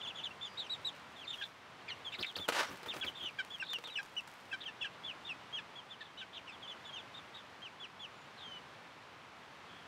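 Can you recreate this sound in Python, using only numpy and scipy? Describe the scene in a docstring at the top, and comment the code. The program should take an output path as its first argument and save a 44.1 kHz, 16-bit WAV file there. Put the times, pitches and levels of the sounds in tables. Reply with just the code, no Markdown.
"""Peeps in quick runs are heard first, from young chickens at the open door of a wooden coop, over a soft hush.
Each peep is a frequency-modulated whistle that mostly scoops up and falls; rough ones flutter and beat.
Now and then a voice breaks down to a low, reedy note, a harmonic tone with lines at half its pitch.
One bird hops with a knock and a skid, made of filtered clicks and decaying board modes; wings are noise puffs.
Feet patter as the others scurry off; short echoes return from the coop and thin calls come from far wild birds."""
import sys
import numpy as np
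from scipy import signal
from scipy.fft import rfft, irfft, next_fast_len
from scipy.io import wavfile
from scipy.ndimage import map_coordinates

SR = 44100
rng = np.random.default_rng(int(sys.argv[2]) if len(sys.argv) > 2 else 0)


def transcribe(u):
    """Save the signal u as a 16-bit wav file named by the first command-line argument.

    u: samples, shape (n,) or (channels, n), limited to [-1, 1]; the rate is SR.
    q: integer samples, one column per channel.
    """
    v = np.clip(np.atleast_2d(u).T, -1, 1)
    q = np.round(v * 32767).astype(np.int16)
    wavfile.write(sys.argv[1], SR, q)


N = 435265
T = np.arange(N) / SR

# spectrum of the outdoor hush: (frequency [Hz], density [dB/Hz])
AIR_SPECTRUM = [(15, -74), (25, -46), (75, -8), (129, -3), (227, -4.5), (289, -5.5), (340, -6), (410, -5.5),
                (523, -5), (997, -1.5), (3090, -10), (3340, -11), (15500, -43)]
# thin calls of wild birds far off: (time [s], length [s], pitch [Hz], level [dB])
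FAR_CALLS = [(0.42, 0.17, 4800, -66.5), (2.661, 0.051, 5620, -58), (8.13, .15, 7020, -77),
             (9.655, 0.2, 3280, -63)]
# how busily the flock stirs the litter: (time [s], level [dB])
BUSTLE = [(0, -74), (1.1, -74.5), (1.4, -60.5), (1.8, -89), (2.2, -61), (2.8, -61.5), (3.3, -67.5),
          (4.4, -64), (4.8, -79.5), (9.87, -88)]
# spectrum of chips ground under a skidding foot: (frequency [Hz], density [dB/Hz])
SKID_SPECTRUM = [(59, -55), (100, -25), (184, -30), (209, -25), (281, -17), (614, -5.5), (727, -7),
                 (1040, -5), (1620, -5), (2320, -12.5), (2810, -11), (5400, -17.5), (15500, -40)]
# spectrum of rustling and snapping chips: (frequency [Hz], density [dB/Hz])
CHIP_SPECTRUM = [(500, -2), (1500, 8), (3500, -0.5), (6000, -3.5), (10000, -9.5), (15000, -14)]
# feet and beaks on the litter: (time [s], level [dB], 60 dB decay time [s])
STEPS = [(0.995, -54, 0.027), (2.365, -40.5, 0.056), (2.481, -38.5, 0.09), (2.488, -28, 0.068),
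         (2.522, -36.5, 0.23), (2.831, -45, 0.053), (2.86, -46.5, 0.1), (2.937, -43, 0.087),
         (2.965, -41.5, 0.05), (3.047, -42.5, 0.055), (3.705, -50, 0.035), (3.785, -43, 0.036),
         (3.839, -47, 0.036), (3.873, -44.5, 0.054)]
# dry chips snapping underfoot: (time [s], level [dB], 60 dB decay time [s])
SNAPS = [(2.487, -24, 0.0067), (3.449, -41.5, 0.0072), (3.733, -36, 0.02), (4.03, -46.5, 0.026),
         (4.275, -48.5, 0.031), (4.338, -50, 0.018)]
# spectrum of a step's crunch: (frequency [Hz], density [dB/Hz])
KNOCK_SPECTRUM = [(59, -52), (100, -22), (508, -7), (1430, -6), (1690, -9), (2320, -11), (2810, -6.5),
                  (3610, -14), (4190, -14), (5510, -18), (15500, -34.5)]
# modes of the boards under the litter: (frequency [Hz], 60 dB decay time [s], level [dB])
BOARD_MODES = [(482, 0.11, 2.5), (950, .04, 3), (1273, 0.096, -4), (1736, 0.027, 0), (2770, .03, -8)]
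# wing beats: (time [s], length [s], level [dB])
WING_BEATS = [(2.175, 0.058, -48), (2.353, 0.075, -48.5), (2.479, 0.03, -48), (2.68, 0.082, -49.5),
              (2.85, 0.051, -49), (2.935, 0.077, -49), (3.025, 0.094, -51.5), (3.21, 0.048, -55)]
# spectrum of a wing beat: (frequency [Hz], density [dB/Hz])
WING_SPECTRUM = [(25, -42), (45, -19), (80, -2), (170, -2.5), (370, 1), (700, -6.5), (1500, -7.5),
                 (5000, -28)]
# echoes off the ground, the door and the back of the coop: (delay [s], level [dB])
ECHOES = [(.0034, -14.5), (0.0111, -14.5), (.024, -24.5)]
# mostly arched peeps: (time [s], length [s], pitch at mid-call [Hz], fall [semitones], level [dB],
# roughness [0-1])
PEEPS = [(0.0, 0.026, 3300, 2.5, -48.5, 0.6), (0.022, 0.053, 3380, 7, -47, 0.2),
         (0.067, 0.057, 3280.0, 7.6, -45, 0.46), (0.146, 0.075, 3280, 6, -48.5, 0.4),
         (0.183, 0.06, 3320.0, 10, -54.5, 0.4), (0.23, 0.048, 3410, 5, -42, 0.38),
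         (0.305, 0.021, 2770, 1.1, -52.5, 0.2), (0.409, 0.076, 3494, 3.5, -46.5, 0.37),
         (0.571, 0.066, 3780, 3.5, -43, 0.38), (0.638, 0.048, 2950, 8, -53.5, 0.5),
         (0.695, 0.06, 3910.0, 2.5, -40.5, 0.2), (0.846, 0.052, 3870.0, 3.5, -39.0, 0.17),
         (1.182, 0.082, 3110, 10.9, -52.5, 0.3), (1.267, 0.089, 3520, 6.5, -45.5, 0.47),
         (1.325, 0.052, 3610, 4, -53.5, 0.4), (1.38, 0.059, 3140, 8.5, -50.2, 0.16),
         (1.419, 0.047, 3560, 1.3, -45.5, 0.48), (2.121, 0.042, 2520, 8.5, -47, 0.7),
         (2.118, 0.051, 3700, -1, -50.5, 0.5), (2.25, 0.067, 3600, 4, -48, 0.5),
         (2.398, 0.068, 3480, 3.5, -47.5, 0.24), (2.881, 0.054, 3410, 9.5, -43, 0.4),
         (3.01, 0.042, 3060, 12, -40.5, 0.42), (3.149, 0.076, 3490, 6.5, -52, 0.5),
         (3.226, 0.081, 3310.0, 9.8, -48.5, 0.47), (3.503, 0.064, 3420.0, 3, -47, 0.2),
         (3.597, 0.033, 2725, 4, -42.5, 0.07), (3.687, 0.064, 3596, 4, -43.5, 0.26),
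         (3.838, 0.074, 3520.0, 8.5, -49.5, 0.56), (3.896, 0.07, 3800, 5, -53.5, 0.2),
         (4.165, 0.039, 2933, 3.5, -40, 0.18), (4.605, 0.045, 3500.0, 6.4, -49, 0.6),
         (4.808, 0.041, 3370, 4, -44, 0.0), (5.035, 0.091, 3300, 7.5, -45, 0.3),
         (5.247, 0.06, 3590, 3.9, -49, 0.3), (5.526, 0.077, 3144, 7, -43.5, 0.2),
         (5.755, 0.052, 3370, 2.5, -51, 0.0), (5.896, 0.056, 3460.0, 4.9, -53, 0.3),
         (6.047, 0.041, 3420.0, 5.0, -60.5, 0.6), (6.172, 0.069, 2890.0, 7, -52.5, 0.36),
         (6.176, 0.061, 3610, 8.8, -52.5, 0.4), (6.33, 0.07, 3320, 8.0, -50, 0.65),
         (6.517, 0.043, 3480, 4.5, -59, 0.2), (6.674, 0.059, 3410, 4, -47.5, 0.3),
         (6.921, 0.076, 3134, 6.5, -49, 0.3), (6.964, 0.056, 3520.0, 5, -53.0, 0.2),
         (7.14, 0.062, 3700.0, 1.5, -52.5, 0.3), (7.338, 0.077, 3680, 3, -54.5, 0.53),
         (7.618, 0.07, 3060, 7.5, -50.2, 0.0), (7.798, 0.068, 3270, 8.5, -49.5, 0.0),
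         (7.993, 0.077, 3300, 7.6, -49.2, 0.1)]
# mostly downward slurs without a scoop; one drifts slightly up: (time [s], length [s],
# pitch at mid-call [Hz], fall [semitones], level [dB], roughness [about 0-1])
SLURS = [(1.16, 0.025, 3540, 1, -58, 0.3), (1.879, 0.037, 2144, 7, -46, 0.6),
         (1.886, 0.058, 3020, 4.9, -47, 0.3), (2.047, 0.049, 3300.0, 2.5, -45, 0.2),
         (2.223, 0.032, 2716, 12, -39, 1.02), (3.063, 0.034, 3180, 4.5, -40.5, 0.5),
         (3.202, 0.095, 3050, 3.5, -45, 0.48), (3.384, 0.026, 2326, 0.9, -47.5, 0.06),
         (3.63, 0.071, 3760.0, -0.8, -54, 0.7), (3.734, 0.04, 2877, 2.5, -40, 0.3),
         (3.954, 0.045, 2710, 5, -39.5, 0.4), (4.514, 0.015, 2610, 1, -45.8, 0.1),
         (4.652, 0.051, 2920.0, 5, -45, 0.35), (4.813, 0.026, 2700, 3.5, -41.0, 0.1),
         (4.842, 0.038, 2870.0, 5, -46, 0.16), (5.289, 0.047, 2660.0, 3.5, -43, 0.2),
         (6.005, 0.032, 3650, 2, -57, 0.9), (6.468, 0.058, 2640.0, 5, -52, 0.4),
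         (6.619, 0.052, 3200, 3.5, -52, 0.3), (6.845, 0.069, 3400, 1.9, -52, 0.4),
         (8.367, 0.092, 3650, 5.4, -55.5, 0.5), (8.432, 0.165, 3070, 2.2, -51.5, 0.14)]
# startled squeals that shoot up and straight down: (time [s], length [s], pitch at mid-call [Hz], level [dB])
SQUEALS = [(2.185, .054, 4750, -47), (2.353, 0.046, 4670, -44.5)]
# voice breaks: (time [s], length [s], settled pitch [Hz], level [dB], octave re fundamental [dB])
BREAKS = [(1.41, 0.034, 1588, -42.5, -6), (3.024, 0.021, 1520, -45.5, -3), (3.386, 0.035, 1522, -37, -6),
          (3.624, .013, 1478, -36.5, -19), (3.985, 0.029, 1585, -39, -14), (4.526, 0.032, 1552, -37.5, -7),
          (4.682, 0.024, 1744, -50, -9), (4.843, 0.026, 1585, -41, -6), (5.584, 0.026, 1666, -49, -1.5),
          (6.006, 0.03, 1737, -49, -5), (6.213, .031, 1512, -50.5, -4)]
# how strongly a whistle's overtones leave the beak: (frequency [Hz], gain [dB])
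BEAK = [(4200, -1.5), (5300, -22), (6300, -22), (7600, -28.5), (9500, -39), (15000, -50)]
# resonance of the windpipe, which swells a whistle sliding through it: (frequency [Hz], gain [dB])
WINDPIPE = [(2500, -1.5), (2850, .5), (3200, -1.5), (3500, -2.5), (3850, -1), (4300, -7)]
# the beak and throat favour the middle harmonics of a broken voice: (frequency [Hz], gain [dB])
THROAT = [(700, -8.5), (2200, 4.5), (3800, -3.5), (5000, -9), (12000, -33)]
# overtones carry best from a beak that faces the listener: (time [s], overtone gain [dB])
FACING = [(.1, 2), (.7, 6), (1.2, 1), (4.3, 0), (5, -4), (6.7, 1), (8, -2.5)]
# pitch shapes: (scoop [semitones], how early the scoop is over [exponent], how late the fall comes [exponent])
PEEP_SHAPE = (1.61, 7.54, 2.6)
SLUR_SHAPE = (0, 1, .75)
SQUEAL_SHAPE = (11, 2.7, 3.2)

AIR_DB = -54.5
TOP_HZ = 15600
# a foot bites into the chips, pushes harder up to a peak and stops; loose chips settle after it
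SKID_START_S, SKID_PEAK_S = 2.54, 2.597
SKID_DB, SETTLE_DB = -32.5, -45.5
SKID_RISE_DB_PER_S, SKID_STOP_DB_PER_S, SETTLE_DB_PER_S = 135, 304, 107
SQUEAL_FALL, SQUEAL_ROUGH = 14, .7  # semitones, roughness 0-1
ATTACK_SHARE, RELEASE_SHARE = .16, .25  # shares of a call's length in which it swells and dies away
# as a call gives out, a high pitch collapses to this one; the larger the exponent, the more abruptly
COLLAPSE_HZ, COLLAPSE_LATENESS = 2900, 20
OVERTONE_FADE_DB = 7  # overtones are this much weaker at the two ends of a call than at its middle
BREAK_OVERSHOOT = 0.118  # a break starts this share above the pitch on which it settles


def undb(db):
    """Logarithmic level: decibels become an amplitude ratio."""
    return 10 ** (np.asarray(db) / 20)


def unit(x):
    """Power normalization: scale to rms 1."""
    return x / np.sqrt(np.mean(x ** 2) + 1e-20)


def add(out, s, x):
    """Superposition: mix x into out from time s."""
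    i = max(int(s * SR), 0)
    out[i:i + len(x)] += x[:max(len(out) - i, 0)]


def gain_at(hz, points):
    """Frequency response: interpolate decibels over log frequency and return the gain."""
    f, db = np.transpose(points)
    return undb(np.interp(np.log(np.maximum(hz, 1)), np.log(f), db))


def colour(x, points):
    """Linear filtering: multiply the spectrum of x by a response, then scale to rms 1."""
    n = next_fast_len(len(x))
    bins_hz = np.arange(n // 2 + 1) * SR / n
    filtered = irfft(rfft(x, n) * gain_at(bins_hz, points), n)
    return unit(filtered[:len(x)])


def wander(n, rate):
    """Band-limited random motion: smoothly join random values drawn rate times a second, spread near 1."""
    at = np.arange(n) * rate / SR
    values = rng.standard_normal(int(at[-1]) + 2)
    return map_coordinates(values, [at], order=2, mode="nearest")


def grains(n, rate, spread_db):
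    """Shot noise: random clicks of uneven size, rate per second on average."""
    size = undb(spread_db * np.minimum(rng.exponential(size=n), 4))
    struck = rng.random(n) < rate / SR
    return struck * rng.standard_normal(n) * size


def fade(t, t60):
    """Exponential damping: a fall of 60 dB in t60 seconds."""
    return np.exp(-np.log(1000) * t / t60)


def air():
    """Broadband noise: a steady outdoor hush whose level barely swells."""
    level = undb(AIR_DB + wander(N, 2.545))
    return level * colour(rng.standard_normal(N), AIR_SPECTRUM)


def far_birds(blur_hz=450):
    """Random modulation: distance blurs each call's carrier into a narrow band."""
    out = np.zeros(N)
    for s, length, hz, db in FAR_CALLS:
        n = int(length * SR)
        blur = wander(n, blur_hz) + 1j * wander(n, blur_hz)
        call = np.real(blur * np.exp(2j * np.pi * hz * T[:n]))
        add(out, s, undb(db) * signal.windows.tukey(n, .6) * call)
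    return out


def litter(bite_s=0.0088):
    """Granular friction: wood chips grind under the skidding foot and rustle in fits under the flock."""
    before = np.maximum(SKID_PEAK_S - T, 0)
    after = np.maximum(T - SKID_PEAK_S, 0)
    bite = np.clip((T - SKID_START_S) / bite_s, 0, 1)
    push = bite * undb(-SKID_RISE_DB_PER_S * before)
    stop = undb(SKID_DB - SKID_STOP_DB_PER_S * after)
    settle = undb(SETTLE_DB - SETTLE_DB_PER_S * after)
    skid = push * (stop + settle) * undb(1.3 * wander(N, 160))
    bustle_db = np.interp(T, *np.transpose(BUSTLE)) + 3 * wander(N, 35)
    grind = colour(grains(N, 9000, 0.91), SKID_SPECTRUM)
    rustle = colour(grains(N, 1500, 3.5), CHIP_SPECTRUM)
    return skid * grind + undb(bustle_db) * rustle


def feet(board_db=-9, lowest_hz=120):
    """Impact and modal decay: steps crunch the litter and briefly ring the boards; single chips snap."""
    out, t = np.zeros(N), T[:SR // 5]
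    for s, db, t60 in STEPS:
        crunch = colour(grains(len(t), 14000, 1.1), KNOCK_SPECTRUM) * fade(t, t60)
        ring = sum(undb(mode_db) * np.sin(2 * np.pi * hz * t) * fade(t, ring_s)
                   for hz, ring_s, mode_db in BOARD_MODES)
        add(out, s, undb(db) * (crunch + undb(board_db) * ring))
    for s, db, t60 in SNAPS:
        snap = colour(rng.standard_normal(len(t)), CHIP_SPECTRUM) * fade(t, t60)
        add(out, s, undb(db) * snap)
    # steps and snaps carry little below about 120 Hz
    return signal.sosfilt(signal.butter(2, lowest_hz, "high", fs=SR, output="sos"), out)


def wings():
    """Turbulent flow: each beat pushes a soft, low puff of air, heard as windowed noise."""
    out = np.zeros(N)
    for s, length, db in WING_BEATS:
        n = int(length * SR)
        puff = colour(rng.standard_normal(n), WING_SPECTRUM)
        add(out, s, undb(db) * signal.windows.tukey(n, .7) * puff)
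    return out


def voice_break(length, start_hz, end_hz, octave_db, half_db=-13, settle_s=0.0063, upper_db=-11,
                jitter=0.019):
    """Period doubling: in a low register strong and weak cycles alternate, adding lines at half the pitch."""
    n = int(length * SR)
    u = np.linspace(0, 1, n)
    glide = end_hz + (start_hz - end_hz) * np.exp(-np.arange(n) / SR / settle_s)
    hz = glide * (1 + jitter * wander(n, 666))
    phase = 2 * np.pi * np.cumsum(hz) / SR
    upper = sum(gain_at(k * end_hz, THROAT) * np.sin(k * phase) for k in range(3, 7))
    halves = sum(gain_at((k + .5) * end_hz, THROAT) * np.sin((k + .5) * phase) for k in range(6))
    halves = np.minimum(2 * u, 1) * halves
    octave = undb(octave_db) * (np.sin(2 * phase) + undb(upper_db) * upper)
    tone = np.sin(phase) + octave + undb(half_db) * halves
    return np.sqrt(2) * tone * signal.windows.tukey(n, .25) * (1 - u ** 3)


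def peep(length, pitch_hz, fall, shape, rough, facing_db, flutter_hz=300, swing=0.12, jitter=0.0406,
         wobble_db=8, twin=1.0, rasp=0.61, attack_db=-7, tail_db=-11):
    """Frequency modulation and beating: a gliding whistle; if rough, the two sides of the syrinx part."""
    n = int(length * SR)
    u = np.linspace(0, 1, n)
    flutter_phase = 2 * np.pi * np.cumsum(flutter_hz * (1 + 0.225 * wander(n, 90))) / SR
    flutter = swing * rough ** 2 * np.sin(flutter_phase)

    # pitch: any scoop, then the fall, then a collapse at the end
    scoop, early, late = shape
    sag = scoop * (1 - u) ** early + fall * u ** late
    hz = pitch_hz * 2 ** ((sag[n // 2] - sag) / 12)
    hz = hz - np.maximum(hz - COLLAPSE_HZ, 0) * u ** COLLAPSE_LATENESS
    phase = 2 * np.pi * np.cumsum(hz * (1 + flutter + jitter * rough * wander(n, 201.0))) / SR

    envelope_db = np.interp(u, [0, ATTACK_SHARE, 1 - RELEASE_SHARE, 1], [attack_db, 0, 0, tail_db])
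    envelope_db = envelope_db + wobble_db * min(rough, .5) * np.tanh(2 * wander(n, 139))
    bright = undb(facing_db - OVERTONE_FADE_DB * (2 * u - 1) ** 2 + 3.9 * wander(n, 58.5))
    overtones = sum(gain_at(k * hz, BEAK) * np.sin(k * phase) for k in range(2, 4))
    tone = np.sin(phase) + bright * overtones

    # the second side mostly sings a little below the first
    detune = rng.choice([-1, -1, 1]) * rng.uniform(.05, .13)
    second = twin * rough ** 1.3 * np.sin(np.pi * u) * np.sin((1 + detune) * phase)
    # noise on both quadratures of the carrier makes the rasp
    hoarse = wander(n, 1600) * np.cos(phase) + wander(n, 1604) * np.sin(phase)
    voice = tone + second + rasp * rough ** 2 * hoarse
    return unit(undb(envelope_db) * gain_at(hz, WINDPIPE) * signal.windows.tukey(n, .08) * voice)


def flock():
    """Superposed voices: peeps, slurs and squeals share one whistle with three pitch shapes; breaks join them."""
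    out = np.zeros(N)
    facing = lambda s: np.interp(s, *np.transpose(FACING))
    for calls, shape in ((PEEPS, PEEP_SHAPE), (SLURS, SLUR_SHAPE)):
        for s, length, hz, fall, db, rough in calls:
            add(out, s, undb(db) * peep(length, hz, fall, shape, rough, facing(s)))
    for s, length, hz, db in SQUEALS:
        squeal = peep(length, hz, SQUEAL_FALL, SQUEAL_SHAPE, SQUEAL_ROUGH, facing(s))
        add(out, s, undb(db) * squeal)
    for s, length, hz, db, octave_db in BREAKS:
        add(out, s, undb(db) * voice_break(length, hz * (1 + BREAK_OVERSHOOT), hz, octave_db))
    return out


def coop(x, wet_db=-18, t60=0.085, far_db=-29, far_t60=0.71):
    """Reflection as convolution: clear echoes and short scatter from ground and boards, a faint yard tail."""
    t = T[:SR // 2]
    near = grains(len(t), 1500, 2.8) * fade(t, t60) * (t > .002)
    far = rng.standard_normal(len(t)) * fade(t, far_t60) * (t > .02)
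    # dividing by the root of the length gives each tail unit energy before its gain
    echo = (undb(wet_db) * unit(near) + undb(far_db) * unit(far)) / np.sqrt(len(t))
    for delay, db in ECHOES:
        add(echo, delay, undb([db]))
    return x + signal.fftconvolve(x, echo)[:N]


def scene():
    """Superposition: the birds with the coop's echoes, and the open air and far calls without them."""
    at_coop = litter() + feet() + wings() + flock()
    return (air() + far_birds() + coop(at_coop))[None]


def record(dry):
    """Low-pass filtering: a steep elliptic filter cuts the top of the spectrum."""
    return signal.sosfilt(signal.ellip(10, .1, 80, TOP_HZ, fs=SR, output="sos"), dry)


dry = scene()
out = record(dry)
transcribe(out)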